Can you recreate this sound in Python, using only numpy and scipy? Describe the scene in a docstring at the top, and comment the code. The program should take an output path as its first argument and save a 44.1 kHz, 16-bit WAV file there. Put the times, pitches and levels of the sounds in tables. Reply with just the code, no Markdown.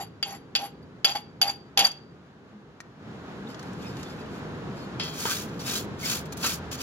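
"""At a worksite, a chipping hammer knocks slag off a weld on a steel bracket, then a wire brush scrubs it.
Distant machinery is filtered noise with brief low tones; the background grows louder after three seconds. Each
hammer blow is a burst of noise that sets steel modes ringing, with rebounds and drags along the bead. Flakes
tick down as short noise bursts with a ring, and grit rustles as random tiny contacts. The brush hisses and
rasps with its speed, and knocks, jingles and squeaks here and there."""
import sys
import numpy as np
from scipy import signal
from scipy.fft import rfft, irfft, next_fast_len
from scipy.io import wavfile
from scipy.ndimage import uniform_filter1d

SR = 44100
rng = np.random.default_rng(int(sys.argv[2]) if len(sys.argv) > 2 else 0)


def generate_wav(sig):
    """Save sig (samples, or channels by samples) to the path in sys.argv[1] as 16-bit PCM at SR."""
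    pcm = np.round(np.clip(np.atleast_2d(sig).T, -1, 1) * 32767).astype(np.int16)
    wavfile.write(sys.argv[1], SR, pcm)


N = 300762
TIME = np.arange(N) / SR  # seconds

# Event levels are starting values that the functions trim; colours give relative level_db across pitch.

# worksite loudness over time: start_s, rumble_db, air_db
SITE_LEVELS = [(0.0, -49.5, -58.5), (1.85, -50.5, -57.5), (2.1, -53, -59), (2.96, -53.5, -58),
               (3.08, -45.5, -49.5), (3.5, -41.5, -46), (4.95, -39, -44.5), (6.82, -40.5, -45.5)]
# colour of the machinery rumble: pitch_hz, level_db
RUMBLE_COLOUR = [(15, -47.5), (25, -23), (38, -26.5), (59, -9.5), (92, -5), (130, 0), (172, 1), (285, -3),
                 (321, -5.5), (408, -4.5), (512, -9), (600, -20), (780, -54), (1320, -120)]
# colour of the far wash of air: pitch_hz, level_db
AIR_COLOUR = [(350, -25.5), (600, 1.5), (1000, -0.5), (1550, -2), (2100, -9.5), (4000, -15), (5500, -21.5),
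              (7200, -24.5), (8300, -37), (11500, -32.5), (13000, -41.5), (16000, -65.5)]
# low tones that swell briefly in the rumble: centre_s, pitch_hz, half_length_s, level_db
RUMBLE_SWELLS = [(0.047, 114, 0.063, -49.5), (2.57, 205.5, 0.043, -43.5), (6.678, 80.2, 0.28, -42.5)]
# how alike left and right are, far and near: pitch_hz, likeness (0 to 1)
FAR_LIKENESS = [(30, .84), (70, .94), (140, .96), (300, .88), (600, .72), (1200, .5), (2500, .3),
                (6000, .2)]
NEAR_SIDES_LIKENESS = [(200, 1), (1000, 0.7), (3000, 0.78), (7000, 0.18), (14000, 0.62)]
# sound bends round the microphones: pitch_hz, left_lead_radians
LEFT_LEAD = [(300, 0.36), (1030, 0.49), (2150, 1.37), (3200, 1.87), (4000, 2.14), (4700, 0.94),
             (5250, 5.23), (6600, 3.62), (8000, 8.8), (11000, 8.02), (16000, 8.5)]

# flakes of slag landing: start_s, peak_db, treble_db, pitch_hz, ring_db
FLAKES = [(2.804, -39, -58, 1860, -36.5), (3.545, -40, -65, 3270, -43), (3.5947, -41.5, -60, 4500, -41),
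          (3.6282, -46, -58, 4100, -46), (3.7319, -56, -62, 5530, -50), (3.969, -42.5, -57, 3680, -48),
          (4.0306, -36, -53, 4550, -46), (4.261, -60, -70, 2900, -47)]
# colours of a flake's body and treble: pitch_hz, level_db
FLAKE_COLOUR = [(700, -7), (1400, 1), (1850, -0.5), (2400, -16), (3000, -2), (4200, -3), (6500, 0),
                (8000, -17.5), (10000, -48.5)]
FLAKE_TREBLE_COLOUR = [(5000, -27), (8000, 4.5), (13000, 0), (16000, -21)]
# ring of a landing flake: pitch_multiple, level_db, t60_s (time to fade by 60 dB)
FLAKE_MODES = [(1, -0.5, 0.033), (1.24, -4.5, 0.028)]
# faint gritty rustles: centre_s, half_length_s, level_db
GRIT_RUSTLES = [(3.51, 0.033, -56), (3.666, 0.1, -59), (3.853, 0.048, -49.5), (4.045, 0.12, -53),
                (4.208, 0.016, -53.5), (4.365, 0.068, -59.5), (4.797, 0.061, -55.5)]
# colour of grit: pitch_hz, level_db
GRIT_COLOUR = [(1500, -11), (2400, 1), (4000, -1), (7200, 1), (8500, -8), (12500, -3), (16000, -36)]
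# resonances of the rubbed bracket, damped by the brush: pitch_hz, level_db, t60_s
RUBBED_BRACKET_MODES = [(1270, -3, .04), (1380, -2, .04), (1570, -2, .04), (2360, -4, .05), (2600, -2, .05),
                        (3180, -2, .05), (4330, -1, .04), (4880, 0, .04), (5020, 0, .04), (5400, -1, .03),
                        (6000, -2, .03), (6950, -2, .04)]

# brush strokes along the weld: fastest_s, length_s, hiss_db, rasp_db
BRUSH_STROKES = [(5.295, 0.49, -1, -2.5), (5.735, 0.32, -1.5, -2), (6.111, .31, 1, 0),
                 (6.488, 0.27, 1.5, 0.5), (6.875, 0.26, 1.5, 3)]
# a few wires snag and spring free: start_s, hold_s, hiss_db, rasp_db
WIRE_SNAGS = [(4.998, 0.028, -69, -41), (5.036, 0.064, -49.5, -45.5), (5.13, 0.022, -66, -59.5),
              (5.48, 0.13, -65, -62), (5.593, 0.025, -50, -46), (5.665, 0.031, -42, -42.5),
              (5.761, .025, -45, -49), (6.257, 0.0045, -48, -49.5), (6.324, 0.0067, -41.5, -47),
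              (6.372, 0.0037, -41, -49), (6.434, 0.029, -46, -34), (6.715, 0.04, -41.5, -43)]
# the brush meets the steel: start_s, knock_of_back_db, jingle_of_wires_db
BRUSH_BUMPS = [(4.998, -39, -30.5), (5.2538, -14.5, -54), (5.27, -28, -38), (6.060, -33, -42),
               (6.442, -22.5, -52)]
# colours of hiss, rasp, knock, hollow back and jingling wires: pitch_hz, level_db
HISS_COLOUR = [(3000, -3), (7000, 5.5), (8200, -2.5), (9500, 0), (11500, 1), (16000, -2.5)]
RASP_COLOUR = [(600, 1.5), (900, -14.5), (1450, 8.5), (1900, 4), (2400, 4), (3300, 5.5), (4600, 3),
               (5500, 3.5), (7200, -43), (8300, -23), (12000, -35)]
KNOCK_COLOUR = [(200, -34), (400, 3), (700, -39), (920, -4), (1500, 1.5), (2000, -20), (3000, -4),
                (6000, -26), (12000, -42)]
BACK_COLOUR = [(700, -7), (900, -12), (1150, 4.5), (1450, 5.5), (1900, -9), (5000, -48)]
JINGLE_COLOUR = [(1000, -4.5), (2100, -1), (2700, -2), (3250, -1), (3700, -4.5), (4200, -15), (5100, 4),
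                 (6000, -43), (10000, -20), (16000, -52)]
# ring of the knocked brush back: pitch_hz, level_db, t60_s
BACK_MODES = [(440, -9, 0.036), (932, -1.5, 0.03), (1284, -17, 0.041), (1580, -16, 0.027),
              (2890, -20, .012)]
# free ring of the steel when the brush touches it: pitch_hz, level_db, t60_s
TOUCHED_STEEL_MODES = [(1990, -11, .4), (2530, -15, .5), (2681, -15, .4), (3149, -6.5, .4), (3219, -7, .7),
                       (3278, -4.5, .5), (3440, -8, .5), (3895, -14, .55), (4059, -13, .7), (4172, -9, .45),
                       (4484, -12, .7), (4651, -9, .4), (4872, -7, .45), (5073, -10, .55), (5340, -16, .5)]
# steel that sticks and squeaks: centre_s, pitch_hz, half_length_s, level_db
STEEL_SQUEAKS = [(3.475, 3700, 0.005, -43), (3.85, 2450, .014, -48), (4.83, 4360, 0.028, -52),
                 (5.32, 1550, 0.014, -30.5), (6.04, 2165, 0.011, -33), (6.061, 5260, 0.0054, -28),
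                 (6.46, 1330, 0.02, -32.5), (6.465, 4950, .02, -38)]

# hammer blows and hard rebounds: start_s, crack_db, head_ring_db, high_ping_db, slag_snap_db, head_pitch_hz
HAMMER_BLOWS = [(0.228, -19, -21.5, -36.5, -44, 4660), (0.552, -15, -34, -50, -44, 4630),
                (0.5582, -17.5, -23, -28.5, -47, 4625), (0.826, -70, -60, -66, -72.5, 4675),
                (1.046, -13.5, -25, -27.5, -34, 4700), (1.049, -13, -16, -21, -14.5, 4720),
                (1.0943, -25, -42, -51, -36, 4675), (1.117, -34.5, -31, -38.5, -35.5, 4690),
                (1.1545, -33, -31.5, -51, -40.5, 4700), (1.1641, -31.5, -30.5, -58, -46.5, 4675),
                (1.415, -14.5, -14.5, -14.5, -14.5, 4665), (1.4211, -27.5, -12, -40, -34, 4670),
                (1.428, -25, -30.5, -38.5, -21.5, 4660), (1.476, -39.5, -23, -55, -48, 4690),
                (1.4947, -30.5, -24, -50, -29.5, 4690), (1.775, -11, -31.5, -20.5, -14.5, 4675),
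                (1.7913, -12, -21, -15, -11, 4675), (1.8, -16.5, -27.5, -35, -32, 4675),
                (1.809, -17, -32, -41.5, -27, 4675), (1.846, -25, -11.5, -28, -31, 4675),
                (1.849, -23, -32.5, -24.5, -18, 4675), (1.868, -31, -35.5, -40, -18.5, 4675),
                (1.9168, -46, -57, -49, -35.5, 4675)]
# the tip drags down the bead: start_s, end_s, scrape_db, handle_hum_db
TIP_DRAGS = [(0.0, 0.02, -37.5, -33), (0.256, 0.348, -43, -39.5), (0.589, 0.659, -42, -34),
             (1.049, 1.114, -34.5, -35), (1.152, 1.161, -35, -26.5), (1.415, 1.5, -36, -31),
             (1.775, 1.845, -31.5, -24), (1.839, 1.86, -28.5, -41.5)]
# ringing hammer and bracket; close neighbours beat: pitch_hz, level_db, t60_s
STEEL_MODES = [(566, -27, .15), (798, -21, .17), (1249, -26, .12), (1530, -24, .08), (1880, -20, .05),
               (2174, -19, .12), (2549, -15, .15), (2690, -12, .12), (2801, -14, .13), (2880, -15, .13),
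               (2935, -15, .13), (2995, -16, .1), (3105, -11, .11), (3166, -11, .1), (3255, -9, .07),
               (3349, -10, .13), (3450, -8, .05), (3550, -10, .05), (4250, -20, .09), (4547, -6, .07),
               (4765, -9, .05), (5016, -17, .09), (5127, -18, .08), (5280, -18, .07), (5420, -19, .07),
               (6085, -20, .1), (6595, -16, .08), (6880, -18, .06), (7430, -21, .06), (10110, -8, .085),
               (11225, -4, .04), (11275, -3, .04), (11555, -1, .04), (11615, -1, .04), (11900, -12, .02),
               (14000, -21, .05), (4673, -30, .55)]
# three close modes of the hammer's head that beat: pitch_above_head_hz, level_db, t60_s
HEAD_MODES = [(-65, -4, .045), (0, 3.5, .05), (53, -5, .045)]
# colours of the crack, the snapping slag and the scrape: pitch_hz, level_db
CRACK_COLOUR = [(150, -30), (500, -11.5), (1000, -16.5), (1500, -6.5), (2100, -9), (2600, -3.5),
                (3400, 1.5), (3950, -10.5), (4700, 5), (5500, -17), (7000, -22), (8500, -35.5),
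                (11500, -33.5), (16000, -45.5)]
SNAP_COLOUR = [(3500, -21.5), (5500, -1), (6700, 2), (7600, -12), (8500, -21), (11500, -16), (15000, -32.5)]
SCRAPE_COLOUR = [(150, -19), (450, -4), (700, 12), (1000, 10.5), (1900, 3.5), (2700, 5.5), (3300, -1),
                 (5500, -3), (7200, -8.5), (8700, -24.5), (11500, -5), (13000, -29), (16000, -29)]

# bristle sounds grow as powers of brush speed: base level at full speed (dB), power
HISS_DB, HISS_POWER = -32, 3.04
RASP_DB, RASP_POWER = -33.5, 3.3
RASP_LEAD_S = 0.007  # the wires dig in before the brush is at full speed
SNAG_RISE_S, SNAG_FALL_S = 0.0019, 0.0067
# the bracket's weak modes: level against the crack (dB), time to fade by 60 dB (s)
CLATTER_DB, CLATTER_T60_S = -19.5, .09
# the head's note comes back in throbs: period (s), first throb (dB), loss per throb (dB)
THROB_S, THROB_DB, THROB_LOSS_DB = .0615, -23, 11.5
CUTOFF_HZ = 15800


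def from_db(db):
    """Turn decibels into gain."""
    return 10 ** (np.asarray(db) / 20)


def rms_one(x):
    """Scale to unit power."""
    return x / np.sqrt(np.mean(x ** 2) + 1e-20)


def in_time(rows):
    """Join the points of each column by straight lines, giving a value at every sample."""
    s, *columns = np.transpose(rows)
    return [np.interp(TIME, s, column) for column in columns]


def at_hz(points, hz):
    """Read a table on a log-pitch axis."""
    f, value = np.transpose(points)
    return np.interp(np.log(hz + 1e-9), np.log(f), value)


def drift(rate):
    """Smooth random wander with spread 1; rate is in fresh values per second."""
    knots = rng.standard_normal(int(rate * N / SR) + 3)
    return rms_one(np.interp(TIME * rate, np.arange(len(knots)), knots))


def grains(per_s, spread_db):
    """Random tiny contacts of uneven size, unit power."""
    sizes = from_db(spread_db * np.minimum(rng.exponential(1, N), 4))
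    sizes = sizes * rng.choice([-1, 1], N)
    return rms_one(sizes * (rng.random(N) < per_s / SR))


def noise(colour, likeness, source=None):
    """Coloured stereo noise, unit power, fading below its range; the part both sides share may be grainy."""
    size = next_fast_len(N)
    hz = np.arange(size // 2 + 1) * SR / size
    shared, left, right = rng.standard_normal((3, N))
    shared = shared if source is None else source
    alike = np.clip(at_hz(likeness, hz), 0, 1)
    mix = np.sqrt(alike) * rfft(shared, size) + np.sqrt(1 - alike) * rfft([left, right], size)
    gain = from_db(at_hz(colour, hz)) * np.minimum(hz / colour[0][0], 1) ** 2
    return rms_one(irfft(mix * gain, size)[:, :N])


def clicks(times, sizes):
    """One impulse at each time."""
    return np.bincount((np.asarray(times) * SR).astype(int), sizes, N)[:N]


def dying(times, db, t60):
    """Envelope of bursts that start at once and die away; their powers add."""
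    keep = from_db(-120 / (t60 * SR))  # power kept from sample to sample
    power = signal.lfilter([1], [1, -keep], clicks(times, from_db(db) ** 2) + 1e-18)
    return np.sqrt(power)


def ring(force, hz, t60):
    """A resonance: a unit click sets a fading sine ringing from height 1."""
    r, w = from_db(-60 / (t60 * SR)), 2 * np.pi * hz / SR
    return signal.lfilter([0, np.sin(w)], [1, -2 * r * np.cos(w), r * r], force + 1e-18)


def swell(s, half_length):
    """A smooth rise and fall around one moment."""
    return np.exp(-np.minimum(((TIME - s) / half_length) ** 2, 60))


def chirps(rows, waver, rate):
    """Short wavering tones that swell and fade."""
    out = 0
    for s, hz, length, db in rows:
        tone = np.sin(2 * np.pi * hz * TIME + waver * drift(rate))
        out = out + from_db(db) * swell(s, length) * tone
    return out


def contact(rows, rise_s, fall_s):
    """Envelope of touches (start s, end s, dB): each bites, holds and lifts off; the strongest wins."""
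    touches = []
    for start, end, db in rows:
        bite = np.minimum(TIME - start, 0) / rise_s
        lift = np.maximum(TIME - end, 0) / fall_s
        touches.append(from_db(db) * np.exp(np.maximum(bite - lift, -60)))
    return np.max(touches, axis=0)


def scattered(low_hz, high_hz, count):
    """Unevenly spaced pitches that fill a range."""
    return low_hz + (high_hz - low_hz) * (np.arange(count) + rng.random(count)) / count


def twanging(low_hz, high_hz, per_s, spread_db, t60, count):
    """Tiny contacts, each ringing briefly at one of several scattered pitches; unit power."""
    force = grains(per_s, spread_db)
    dealt = rng.integers(0, count, N)  # which pitch each contact gets
    pitches = scattered(low_hz, high_hz, count)
    return rms_one(sum(ring(force * (dealt == k), hz, t60) for k, hz in enumerate(pitches)))


def rubbed(modes, per_s, spread_db):
    """Random tiny contacts keep a body's modes ringing; unit power."""
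    force = grains(per_s, spread_db)
    return rms_one(sum(from_db(db) * ring(force, hz, t60) for hz, db, t60 in modes))


def worksite():
    """Distant machinery: a steady rumble with brief tones, under a faint wash of air from the right."""
    rumble_db, air_db = in_time(SITE_LEVELS)
    rumble = from_db(rumble_db + 2.0 + 1.0 * drift(9.8)) * noise(RUMBLE_COLOUR, FAR_LIKENESS)
    left, right = from_db(air_db + 1.0 + .5 * drift(14)) * noise(AIR_COLOUR, FAR_LIKENESS)
    late_left = np.pad(left, (round(.00013 * SR), 0))[:N]  # the left hears it 0.13 ms later
    return rumble + np.array([late_left, right]) + chirps(RUMBLE_SWELLS, waver=0.71, rate=24)


def walls(x, wash_db, t60):
    """A thin, dull, diffuse tail from the concrete round about, made of fading noise."""
    age = TIME[:SR // 2]
    fade = np.exp(-np.log(1000) * age / t60) * (age > .006)  # silent for the first 6 ms
    tail = rng.standard_normal((2, len(age))) * fade
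    tail /= np.sqrt(np.sum(tail ** 2, axis=1, keepdims=True))
    wet = from_db(wash_db) * signal.fftconvolve(x, tail, axes=1)[:, :N]
    return signal.sosfilt(signal.butter(2, 4000, fs=SR, output="sos"), wet)


def place(x, pan_db):
    """Close work is a little louder on the left, which leads by a phase that changes with pitch."""
    size = next_fast_len(N + 2000)
    hz = np.arange(size // 2 + 1) * SR / size
    phase = uniform_filter1d(at_hz(LEFT_LEAD, hz), size=size // 50)
    turn = np.exp(.5j * phase)  # half the lead for each side
    sides = np.array([turn * from_db(pan_db / 2), from_db(-pan_db / 2) / turn])
    return irfft(rfft(x, size) * sides, size)[:, :N]


def grit_rustle():
    """Grit crackles: clumps of tiny contacts, some of which ring the bracket or twang."""
    clumps = from_db(4 * np.tanh(drift(35)))
    grit = .6 * noise(GRIT_COLOUR, NEAR_SIDES_LIKENESS, grains(500, spread_db=4))
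    grit = grit + .6 * rubbed(RUBBED_BRACKET_MODES, per_s=400, spread_db=3)
    grit = clumps * grit + .9 * twanging(2300, 5400, per_s=260, spread_db=2, t60=.16, count=16)
    return sum(from_db(db) * swell(s, length) for s, length, db in GRIT_RUSTLES) * grit


def ticks():
    """Flakes land as short dry bursts, each ringing at its own pitch, among rustling grit."""
    s, db, treble_db, pitch_hz, ring_db = np.transpose(FLAKES)
    body = dying(s, db - 0.5, t60=0.036) * noise(FLAKE_COLOUR, NEAR_SIDES_LIKENESS)
    top = dying(s, treble_db + 3.0, t60=0.053) * noise(FLAKE_TREBLE_COLOUR, NEAR_SIDES_LIKENESS)
    clack = 0
    for at, hz, level_db in zip(s, pitch_hz, ring_db):
        for ratio, mode_db, t60 in FLAKE_MODES:
            clack = clack + ring(clicks([at], [from_db(level_db + mode_db)]), hz * ratio, t60)
    return body + clack + top + grit_rustle()


def stroking(levels_db, power, lead_s):
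    """Each stroke's speed follows half a sine; the sound follows its level and a power of speed."""
    out = 0
    for (s, length, *_), db in zip(BRUSH_STROKES, levels_db):
        angle = np.pi * np.clip((TIME + lead_s - s) / length, -1, 1)
        speed = np.maximum(np.cos(angle), 0)
        out = out + from_db(db) * speed ** power
    return out


def bristles(likeness):
    """Thousands of wire tips catch and spring free, faster strokes sounding louder."""
    start, hold, snag_hiss_db, snag_rasp_db = np.transpose(WIRE_SNAGS)
    _, _, hiss_db, rasp_db = np.transpose(BRUSH_STROKES)
    end = start + hold
    hissing = from_db(HISS_DB) * stroking(hiss_db, HISS_POWER, 0)
    hissing = hissing + contact(zip(start, end, snag_hiss_db), SNAG_RISE_S, SNAG_FALL_S)
    rasping = from_db(RASP_DB) * stroking(rasp_db, RASP_POWER, RASP_LEAD_S)
    rasping = rasping + contact(zip(start, end, snag_rasp_db), SNAG_RISE_S, SNAG_FALL_S)
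    hiss = hissing * noise(HISS_COLOUR, likeness, grains(12000, spread_db=13.0))
    rasp = rasping * noise(RASP_COLOUR, likeness, grains(5000, spread_db=6.5))
    # single wires twang briefly at scattered pitches, and set the bracket ringing
    twangs = twanging(2250, 6900, per_s=420, spread_db=2, t60=.08, count=44)
    bracket = rubbed(RUBBED_BRACKET_MODES, per_s=1500, spread_db=3)
    rasp = from_db(-4) * rasp + rasping * (from_db(-2) * twangs + from_db(-3.5) * bracket)
    # stiffer wires click over the ripples of the bead
    stiff = twanging(3000, 6800, per_s=400, spread_db=3, t60=.016, count=14)
    rasp = rasp + from_db(-4) * rasping * stiff
    catching = from_db(1.4 * drift(160) + .6 * drift(35))  # uneven grip
    return catching * (hiss + rasp)


def brush_bumps(likeness):
    """The brush's back knocks hollowly against the bracket, while wires jingle and steel chimes."""
    s, knock_db, jingle_db = np.transpose(BRUSH_BUMPS)
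    knock = dying(s, knock_db - 4.0, t60=0.017) * noise(KNOCK_COLOUR, NEAR_SIDES_LIKENESS)
    knock = knock + sum(ring(clicks(s, from_db(knock_db + db - 1.5)), hz, t60) for hz, db, t60 in BACK_MODES)
    back = dying(s, knock_db - 13.5, t60=0.22) * noise(BACK_COLOUR, NEAR_SIDES_LIKENESS)
    jingle = dying(s, jingle_db - 0.5, t60=0.2) * noise(JINGLE_COLOUR, likeness)
    chime = sum(ring(clicks(s, from_db(jingle_db + db - .5)), hz, t60) for hz, db, t60 in TOUCHED_STEEL_MODES)
    return jingle + chime + knock + back


def brush():
    """A wire brush: scrubbing bristles, bumps against the steel, and stick-slip squeaks."""
    likeness = [(500, 0.71), (3000, 0.029), (12000, 0.08)]  # pitch_hz, likeness
    return bristles(likeness) + brush_bumps(likeness) + chirps(STEEL_SQUEAKS, waver=0.73, rate=760)


def slag_crack(s, crack_db, snap_db):
    """A sharp bite of noise with a weaker, longer tail, plus the bright snap of slag."""
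    bite, tail = dying(s, crack_db + 1, t60=.012), dying(s, crack_db - 8, t60=0.045)
    crack = np.hypot(bite, tail) * noise(CRACK_COLOUR, NEAR_SIDES_LIKENESS)
    return crack + dying(s, snap_db - 5.0, t60=0.028) * noise(SNAP_COLOUR, NEAR_SIDES_LIKENESS)


def clatter(s, crack_db):
    """The bracket's many weak modes: each blow starts each mode with a random sign."""
    out = 0
    for hz in scattered(1300, 7500, count=60):
        sizes = from_db(crack_db + at_hz(CRACK_COLOUR, hz) + CLATTER_DB)
        force = clicks(s, sizes * rng.choice([-1, 1], len(s)))
        out = out + ring(force, hz, CLATTER_T60_S)
    return out


def loose_chips(s, crack_db):
    """Loose chips rattle off the bracket from 8 ms after each blow."""
    rattle = twanging(2400, 7000, per_s=450, spread_db=3, t60=.012, count=14)
    return dying(s + .008, crack_db - 19, t60=.17) * rattle


def slag_scrape(drag):
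    """The dragging tip crunches crumbs of slag and makes them twang."""
    crumbs = np.flatnonzero(rng.random(N) < 110 / SR) / SR  # each crumb snaps on its own
    crunch = .9 + .5 * rms_one(dying(crumbs, rng.normal(0, 2, len(crumbs)), t60=.025))
    scrape = drag * crunch * from_db(-5.5) * noise(SCRAPE_COLOUR, NEAR_SIDES_LIKENESS)
    twangs = twanging(1400, 7400, per_s=500, spread_db=2, t60=.07, count=22)
    return scrape + drag * from_db(-6.5) * twangs


def steel_ring(s, crack_db, head_db, ping_db, bumps):
    """Blows and the bumps of the drag set the modes of hammer and bracket ringing."""
    steel = 0
    for k, (hz, db, t60) in enumerate(STEEL_MODES):
        # each family of modes answers to where the tip lands
        if hz > 9000:
            strength_db, bump_db = ping_db - 3.5, -29
        elif 4400 < hz < 4900:  # modes of the head
            strength_db, bump_db = head_db - 4.0, -31
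        else:
            strength_db, bump_db = crack_db - 5.0, -35
        force = clicks(s, from_db(strength_db + 2 * rng.standard_normal(len(s))))
        force = force + from_db(bump_db) * bumps
        # neighbours start in opposite phase, so a cluster swells before it fades
        steel = steel + (-1) ** k * from_db(db) * ring(force, hz, t60)
    return steel


def head_note(s, head_db, pitch_hz):
    """The head's close modes swell and fade, at a pitch that shifts with how hard its tip is pressed."""
    age, out = TIME[:SR // 10], np.zeros(N + SR)
    for at, level_db, hz in zip((s * SR).astype(int), head_db, pitch_hz):
        for k, (offset, db, t60) in enumerate(HEAD_MODES):
            height = (-1) ** k * from_db(level_db + db - 60 * age / t60)
            out[at:at + len(age)] += height * np.sin(2 * np.pi * (hz + offset) * age)
    return out[:N]


def head_throbs(head):
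    """The head's note comes back in four faint, regular throbs."""
    throbs = 0
    for k in range(4):
        late = np.pad(head, ((k + 1) * round(THROB_S * SR), 0))[:N]
        throbs = throbs + from_db(THROB_DB - THROB_LOSS_DB * k) * late
    return throbs


def handle_hum(start, end, handle_db):
    """Stick and slip keep the handle's bending mode humming and juddering."""
    pitch_hz = 799 + 10 * drift(70)
    humming = contact(zip(start, end, handle_db), rise_s=0.0018, fall_s=0.012)
    judder = twanging(660, 900, per_s=700, spread_db=2, t60=.03, count=8)
    tone = from_db(-1.5 + 2.6 * drift(45)) * np.sin(2 * np.pi * np.cumsum(pitch_hz) / SR)
    return humming * (tone + from_db(-9) * judder)


def hammer():
    """Blows and the bumpy drag over the bead both drive the steel's modes; slag cracks and crunches."""
    s, crack_db, head_db, ping_db, snap_db, pitch_hz = np.transpose(HAMMER_BLOWS)
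    start, end, scrape_db, handle_db = np.transpose(TIP_DRAGS)
    drag = contact(zip(start, end, scrape_db), rise_s=0.0017, fall_s=0.019)
    bumps = drag * grains(1100, spread_db=4.5)
    slag = slag_crack(s, crack_db, snap_db) + loose_chips(s, crack_db) + slag_scrape(drag)
    steel = clatter(s, crack_db) + steel_ring(s, crack_db, head_db, ping_db, bumps)
    head = head_note(s, head_db + 3.0, pitch_hz)
    # the drag keeps the head singing weakly
    head = head + from_db(-30.5) * ring(bumps, pitch_hz.mean(), t60=0.061)
    return slag + steel + head + head_throbs(head) + handle_hum(start, end, handle_db)


def scene():
    """The site behind, the walls round about, the tools close by."""
    tools = place(ticks() + brush() + hammer(), pan_db=0.6)
    # small tools radiate no bass
    tools = signal.sosfilt(signal.butter(2, 110, "high", fs=SR, output="sos"), tools)
    return worksite() + walls(tools, wash_db=-13.0, t60=0.32) + tools


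def record(dry):
    """The highest peaks are rounded; the top is cut steeply."""
    ceiling = .7
    rounded = ceiling * np.tanh(dry / ceiling)
    return signal.sosfilt(signal.ellip(10, .2, 80, CUTOFF_HZ, fs=SR, output="sos"), rounded)


dry = scene()
out = record(dry)
generate_wav(out)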